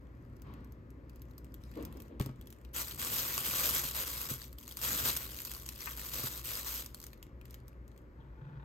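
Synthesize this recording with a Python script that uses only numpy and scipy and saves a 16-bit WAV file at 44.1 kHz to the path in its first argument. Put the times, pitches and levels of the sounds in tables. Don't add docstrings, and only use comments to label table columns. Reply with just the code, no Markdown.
import sys
import numpy as np
from scipy import signal
from scipy.fft import rfft, irfft, next_fast_len
from scipy.io import wavfile
from scipy.ndimage import uniform_filter1d

SR = 44100
rng = np.random.default_rng(int(sys.argv[2]) if len(sys.argv) > 2 else 0)


def dump_mix(stems):
    frames = np.atleast_2d(stems).T
    limited = np.clip(frames, -1, 1)
    pcm = np.round(limited * 32767).astype(np.int16)
    wavfile.write(sys.argv[1], SR, pcm)


N = 381024


def amp(db):
    return 10 ** (np.asarray(db) / 20)


def unit(x):
    return x / np.sqrt(np.mean(x ** 2) + 1e-20)


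def noise(length):
    return rng.standard_normal((2, length))


def along(points, hz):
    f, v = np.transpose(points)
    return np.interp(np.log(hz + 1), np.log(f + 1), v)


def wobble(rate):
    knots = rng.standard_normal(4096)
    return np.interp(np.arange(N) * rate / SR, np.arange(len(knots)), knots)


def filtered(x, response):
    size = next_fast_len(x.shape[-1] + SR // 10, True)
    spectrum = rfft(x, size) * response(np.fft.rfftfreq(size, 1 / SR))
    return irfft(spectrum, size)[..., :x.shape[-1]]


def coloured(x, spectrum):
    return unit(filtered(x, lambda hz: amp(along(spectrum, hz))))


def resonant(x, peaks):
    def response(hz):
        total = 0
        for k, (centre, width, db) in enumerate(peaks):
            damping = 1j * hz * width
            total = total + (-1) ** k * amp(db) * damping / (centre ** 2 - hz ** 2 + damping)
        return total
    return unit(filtered(x, response))


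def add(track, s, sound):
    part = track[..., round(s * SR):][..., :sound.shape[-1]]
    part += sound[..., :part.shape[-1]]


def strokes(rows, attack_s, t60):
    t, power = np.arange(N) / SR, np.zeros(N)
    for start, length, db in rows:
        rise = np.clip((t - start) / attack_s, 0, 1)
        fall_db = -60 * np.clip((t - start - length) / t60, 0, 2)
        power += (rise * amp(db + fall_db)) ** 2
    return np.sqrt(power)


def crackle(rate, spread_db, t60):
    struck = rng.random(N) < rate / SR
    sizes = amp(spread_db * np.minimum(rng.standard_normal(N), 2)) * struck
    power = sizes ** 2 / (np.abs(uniform_filter1d(sizes ** 2, size=2200)) + 1e-6)
    power = signal.lfilter([1], [1, -amp(-60 / (t60 * SR)) ** 2], power)
    return unit(noise(N) * np.sqrt(power))


def reshaped(x, patchy_db):
    z = signal.stft(x, nperseg=512)[2]
    field = rng.standard_normal(z.shape[1:])
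    field = uniform_filter1d(field, size=9, axis=0)
    field = uniform_filter1d(field, size=6, axis=1)
    return signal.istft(z * amp(patchy_db * unit(field)), nperseg=512)[1][:, :N]


def ventilation():
    # f/Hz, relative level/dB
    air_spectrum = [(22, -37), (40, -7.5), (62, 1), (95, -12.5), (130, -9.5), (160, -17.5), (220, -14),
                    (370, -16), (440, -22.5), (530, -19), (720, -32), (1050, -30.5), (1800, -32.5),
                    (3000, -49.5), (6000, -56.5), (16000, -70.5)]
    # f/Hz, level/dB
    hum_tones = [(59.6, -56), (120, -63)]
    t = np.arange(N) / SR
    air = amp(-53.5) * coloured(noise(N), air_spectrum)
    hiss = amp(-86.5) * coloured(noise(N), [(3000, -2), (8000, -13.5), (13000, -2.5), (16000, -7.5)])
    hum = np.zeros(N)
    for hz, db in hum_tones:
        tone = unit(np.sin(2 * np.pi * hz * t + 0.21 * wobble(4)))
        hum += amp(db + 2.0 * wobble(5)) * tone
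    return air + hiss + hum * np.array([[1], [0]])


def sliding():
    # start t/s, length t/s, desk rumble level/dB, sleeve brush level/dB
    arm_moves = [(0, 2.4, -57, -79), (.43, 0.098, -50, -60.5), (1.74, 0.13, -48.5, -61.5),
                 (2.9, 0.9, -55, -78), (4.85, 0.22, -50, -80)]
    # start t/s, length t/s, level/dB
    pushes = [(1.755, 0.046, -42), (1.93, 0.047, -53), (2.09, 0.038, -51.5)]
    # f/Hz, relative level/dB
    scrape = [(88, -67), (150, -21.5), (227, 0), (278, -11), (319, 2), (361, -11), (496, -7.5),
              (813, -25.5), (4000, -41), (5200, -67), (8800, -120)]
    # f/Hz, relative level/dB
    cloth = [(400, -1), (1100, 15), (2200, 2), (4500, -7.5), (8000, -25), (13000, -26.5), (16000, -20.5)]
    arm_attack_s, arm_t60_s = .04, 0.76
    push_attack_s, push_t60_s = 0.023, .35
    start, length, rumble_db, sleeve_db = np.transpose(arm_moves)
    brush = strokes(zip(start, length, sleeve_db), arm_attack_s, arm_t60_s)
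    drag = strokes(zip(start, length, rumble_db), arm_attack_s, arm_t60_s)
    judder = coloured(crackle(rate=970, spread_db=2.0, t60=0.015), scrape)
    carton = strokes(pushes, push_attack_s, push_t60_s) * judder
    sleeve = brush * amp(1.1 * wobble(30)) * coloured(noise(N), cloth)
    rumble = drag * coloured(noise(N), [(40, -22), (75, 1), (105, 0.0), (170, -8.0), (260, -6),
                                        (450, -17.0), (800, -36), (3000, -65.5)])
    return carton + sleeve + rumble


def grazing(ticks_db=-2, rub_db=-5):
    # start t/s, length t/s, level/dB
    grazes = [(0, 0.72, -82.5), (1.08, 0.53, -79), (1.6, 0.17, -66), (1.73, 0.094, -64.5), (1.9, 0.17, -67),
              (2.196, .035, -49.5), (2.35, .33, -74.5), (7.1, 0.16, -75), (7.44, 0.14, -70),
              (7.65, .08, -80), (7.88, .12, -78)]
    graze_attack_s, graze_t60_s = 0.012, 0.19
    ticks = crackle(rate=45, spread_db=4.5, t60=0.0084)
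    rub = crackle(rate=2700, spread_db=1, t60=.006)
    film = reshaped(amp(ticks_db) * ticks + amp(rub_db) * rub, patchy_db=3.0)
    touch = strokes(grazes, graze_attack_s, graze_t60_s)
    return touch * coloured(film, [(400, -11.0), (1900, 6.5), (3000, 1.5), (7500, -2.0),
                                   (10000, -2.5), (12500, 1), (15700, -5)])


def snaps(t60=0.0033, rise=0.00073, after_t60=0.037, after_db=-22):
    # t/s, relative level/dB, relative level of the panel ring/dB
    snap_list = [(0.3665, -55, -12), (0.4194, -42.5, -30), (0.5382, -54, 5), (0.6454, -52, -10),
                 (0.7218, -49.5, -19), (0.904, -50.5, -15), (1.0956, -49, -1), (1.1586, -47, -23),
                 (1.2186, -42.5, -20), (1.3109, -53, -21), (1.38, -39, -27), (1.445, -46, -14),
                 (1.5415, -40, -7), (1.8252, -41.5, -11), (1.8507, -34, -12), (1.971, -45, -24),
                 (2.0012, -41, -6), (2.0203, -40, -21), (2.1974, -32.5, -5), (2.222, -40, -9),
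                 (2.2604, -34.5, -24), (2.4119, -42, -12), (2.4713, -42, -7), (2.5032, -41, -20),
                 (2.5258, -41, -9), (2.649, -50, 4), (2.7362, -43, -20), (2.816, -28, -16),
                 (2.9946, -28, -17), (3.048, -24, -23), (3.3782, -18.5, -14.5), (3.656, -19, -22),
                 (3.913, -28.5, -24), (4.5282, -41, -26), (4.5847, -35.5, -8), (4.6782, -32, -16),
                 (4.722, -36, -23), (4.77, -25.5, -22), (4.815, -28.5, -13), (4.8414, -26, -20),
                 (5.0444, -25.5, -22.5), (5.1656, -18, -31), (5.171, -20, -25), (5.3878, -30, -6),
                 (5.4026, -30.5, -12), (5.45, -25.5, -29), (5.5159, -28, -27), (5.5365, -31.5, -25),
                 (5.662, -29.5, -27), (5.689, -25, -11), (5.8304, -33, -20), (5.973, -34, -22),
                 (6.136, -28.5, -18), (6.861, -29, -20), (6.9452, -29.5, -28), (7.001, -35.5, -28),
                 (7.0153, -40, -22), (7.0274, -39, -26), (7.0392, -31, -37), (7.0662, -34.5, -37),
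                 (7.1313, -44.5, 1.5), (7.2273, -37.5, -10), (7.4126, -51, 4), (7.454, -44, -4),
                 (7.5078, -40.5, -24), (7.5426, -36, -14), (7.6806, -42, -18), (7.879, -49.5, -13),
                 (7.9767, -49.5, -9)]
    # f/Hz, relative level/dB
    crack_spectrum = [(300, -23.5), (1200, 0), (2500, -10.5), (4500, -3), (7000, -2.5), (10000, -1),
                      (12500, 4), (15700, 0)]
    out, t = np.zeros((2, N)), np.arange(SR // 20) / SR
    swell = 1 - np.exp(-(t / rise) ** 4)
    fade = amp(-60 * t / t60) + amp(after_db - 60 * t / after_t60)
    for s, db, panel_db in snap_list:
        burst = noise(len(t)) * swell * fade
        panel_hz = 2700 * np.exp(.15 * rng.standard_normal())
        panel = amp(panel_db - 3.5) * resonant(burst, [(panel_hz, 800, 0)])
        add(out, s, amp(db - 21.0) * (coloured(burst, crack_spectrum) + panel))
    return reshaped(out, patchy_db=2)


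def bumps(contact_time=0.0029):
    # t/s, relative level/dB
    blows = [(2.2, -21), (2.261, -31.5), (2.291, -32.5), (3.844, -39), (4.308, -32), (5.029, -41),
             (5.686, -47), (6.19, -40), (6.236, -32)]
    # f/Hz, mean relative level/dB, t60/s
    modes = [(77.1, -0.5, 0.11), (129.3, 3, 0.16), (175, -2, 0.039), (230, 1, 0.054), (302, -12, 0.05),
             (398, -9.5, 0.08), (575, -12.5, .05), (1277, -19, 0.11)]
    out, t = np.zeros((2, N)), np.arange(SR // 3) / SR
    soft_start = 1 - np.exp(-t / contact_time)
    thud_spectrum = [(60, -2.5), (300, 0.5), (750, -16.0), (1300, -15.5), (3500, -31.5), (9000, -49)]
    for s, db in blows:
        ring = np.zeros(len(t))
        for k, (hz, level, t60) in enumerate(modes):
            fade = amp(level + rng.normal(0, 1) - 60 * t / t60)
            ring += (-1) ** k * fade * np.sin(2 * np.pi * hz * t)
        contact = coloured(noise(len(t)) * amp(-60 * t / 0.086), thud_spectrum)
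        shared_ring = ring * soft_start * np.array([[1], [0]])
        add(out, s, amp(db - 6.5) * shared_ring + amp(db - 29.5) * contact)
    return out


def creases(rate, spread_db, t60, ring_db, ring_t60):
    t = np.arange(SR // 100) / SR
    when, size, pitch, life = rng.random((int(rate * N / SR), 4)).T[:, :, None]
    hz = 700 + 15000 * pitch ** 2
    age = t / (.5 + life)
    crack = rng.standard_normal((2, len(when), len(t))) * amp(-60 * age / t60)
    ring = amp(ring_db) * np.sqrt(pitch) * np.sin(2 * np.pi * hz * t) * amp(-60 * age / ring_t60)
    gain = amp(spread_db * np.minimum(-np.log(1 - size), 3))
    grains = gain * (crack + ring) * (1 - np.exp(-t / .0003))
    places = ((when * N).astype(int) + np.arange(len(t))).ravel()
    out = np.array([np.bincount(places, view.ravel(), 2 * N)[:N] for view in grains])
    local_power = np.abs(uniform_filter1d(np.mean(out ** 2, axis=0), size=3000))
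    return out / np.sqrt(local_power + 1e-6)


def crinkle():
    # start t/s, length t/s, level/dB
    squeezes = [(2.732, 0.073, -36.5), (2.85, 0.073, -44.5), (2.97, 0.14, -37.5), (3.1, 0.12, -34.5),
                (3.22, 0.19, -38), (3.42, 0.11, -35), (3.525, 0.17, -32.5), (3.715, 0.074, -32.5),
                (3.81, 0.077, -38), (3.925, 0.094, -36.5), (4.04, 0.21, -41), (4.275, .035, -36.5),
                (4.385, .035, -47.5), (4.57, 0.095, -57), (4.665, .045, -50.5), (4.75, .06, -48.5),
                (4.8, 0.21, -34.5), (5.025, 0.07, -31.5), (5.13, .12, -44), (5.27, .3, -48),
                (5.58, 0.2, -53.5), (5.765, 0.16, -46), (5.95, 0.14, -44.5), (6.105, .17, -39.5),
                (6.29, 0.096, -45), (6.425, 0.17, -40.5), (6.63, 0.16, -40.5), (6.92, 0.17, -64)]
    # f/Hz, relative level/dB
    film_spectrum = [(600, -43), (1500, -3), (2400, -6.5), (3400, -1), (5500, -2), (8500, 0.5),
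                     (10000, -5.5), (11700, 7), (13500, 2.5), (15700, 2.5)]
    # f/Hz, relative level/dB
    panel_spectrum = [(70, -11), (130, 7.5), (200, -0.5), (400, -0.5), (530, 4), (750, -2), (1300, 4.5),
                      (1800, -7), (2500, -7), (4500, -16.5)]
    squeeze_attack_s, squeeze_t60_s = 0.034, 0.27
    loose_below_db, loose_range_db = -43.5, 4.5
    grip = strokes(squeezes, squeeze_attack_s, squeeze_t60_s)
    grip_db = 20 * np.log10(grip + 1e-6)
    loose = 1 / (1 + np.exp((grip_db - loose_below_db) / loose_range_db))
    fine = crackle(rate=2800, spread_db=1.5, t60=.0033) * amp(0.76 * wobble(110))
    coarse = creases(rate=480, spread_db=3.5, t60=0.0072, ring_db=-2.5, ring_t60=0.0099)
    film = reshaped(np.sqrt(1 - loose) * fine + np.sqrt(loose) * coarse, patchy_db=1.45)
    bright = amp(1.26) * coloured(film, film_spectrum)
    body = amp(-12.0) * coloured(film, panel_spectrum)
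    return grip * (bright + body)


def squeak(start=5.866, slip_hz=270, t60=0.065, level_db=-39):
    # f/Hz, width f/Hz, relative level/dB
    taut_film = [(1120, 180, 3.5), (1420, 120, -2), (1560, 130, 2), (2020, 240, 0.5), (2560, 160, 1)]
    out, t = np.zeros((2, N)), np.arange(SR // 10) / SR
    cycles = np.cumsum(slip_hz * (1 + .35 * wobble(300)[:len(t)])) / SR
    pulses = np.diff(np.floor(cycles), prepend=0)
    slips = pulses * (1 + 0.17 * noise(len(t)))
    swell = (1 - np.exp(-t / 0.0035)) * amp(-60 * np.maximum(t - .01, 0) / t60)
    add(out, start, amp(level_db) * swell * resonant(slips, taut_film))
    return out


def pour():
    # f/Hz, width f/Hz, relative level/dB
    tumbler = [(883, 41, 3.5), (1470, 170, -6), (1840, 260, -16), (2453, 180, -21), (3580, 720, -26.5)]
    trickle_s, stream_s, pour_rise_s = 8.16, 8.385, 0.035
    trickle_db, stream_db, gurgle_db = -72, -66, 13
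    stages = [(trickle_s, np.inf, trickle_db), (stream_s, np.inf, stream_db)]
    flow = strokes(stages, pour_rise_s, 1)
    drops = coloured(crackle(rate=1000, spread_db=3.0, t60=0.0054),
                     [(1000, -3.0), (3000, 0.5), (6000, -9.5), (15000, -22)])
    splash = coloured(reshaped(drops, patchy_db=10),
                      [(500, -19), (1100, -8.0), (1600, 4), (2400, -6.5), (3500, -12),
                       (6000, -13.5), (12000, -14)])
    gurgle = resonant(resonant(drops, [(131, 26, 1)]), [(129, 73, 0)])
    return flow * (amp(2.5) * resonant(drops, tumbler) + amp(-15) * splash + amp(gurgle_db) * gurgle)


def room(x):
    # f/Hz, t60/s
    decay = [(150, 0.22), (2000, 0.47), (8000, 0.21), (16000, .1)]
    hz, t, z = signal.stft(noise(SR // 3), SR, nperseg=256)
    fade = amp(-60 * t / along(decay, hz)[:, None])
    tail = signal.istft(z * fade, SR, nperseg=256)[1]
    return signal.oaconvolve(x, tail / np.linalg.norm(tail[0]), axes=1)[:, :N]


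def microphones(pair):
    # f/Hz, likeness 0-1
    alike = [(110, .98), (250, .87), (900, .6), (1300, .84), (2100, .55), (3200, .62), (5200, .2),
             (6000, .3), (6500, .83), (8600, .68), (10000, .99), (11000, .87), (15500, .84)]
    # f/Hz, lead/rad
    lead = [(60, 0), (350, .15), (780, 1.8), (1000, .6), (1600, 3.1), (2500, 6.6), (3100, 6.8), (3600, 8),
            (4300, 7.2), (5600, 4.6), (6800, 6.4), (8500, 4.9), (9700, 3.3), (10700, 2.8), (13400, 0),
            (16000, -2.7)]
    # f/Hz, level/dB
    tilt = [(100, 1.5), (400, 0), (850, 4), (1600, 4.5), (2700, 1.5), (4700, 5.5), (7500, 2.5),
            (9500, -0.5)]

    def blend(hz):
        angle = np.arccos(np.clip(along(alike, hz), 0, 1)) / 2
        return np.array([np.cos(angle), np.sin(angle)])

    half = np.array([[.5], [-.5]])

    def port_response(hz):
        return amp(half * along(tilt, hz)) * np.exp(1j * half * along(lead, hz))

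    shared, apart = filtered(pair, blend)
    return filtered(np.array([shared + apart, shared - apart]), port_response)


def scene():
    desk = sliding() + grazing() + snaps() + bumps() + crinkle() + squeak() + pour()
    return microphones(desk + amp(-13) * room(desk) + ventilation())


def record(dry):
    top_hz = 15850
    return filtered(dry, lambda hz: 1 / np.sqrt(1 + (hz / top_hz) ** 300))


dry = scene()
out = record(dry)
dump_mix(out)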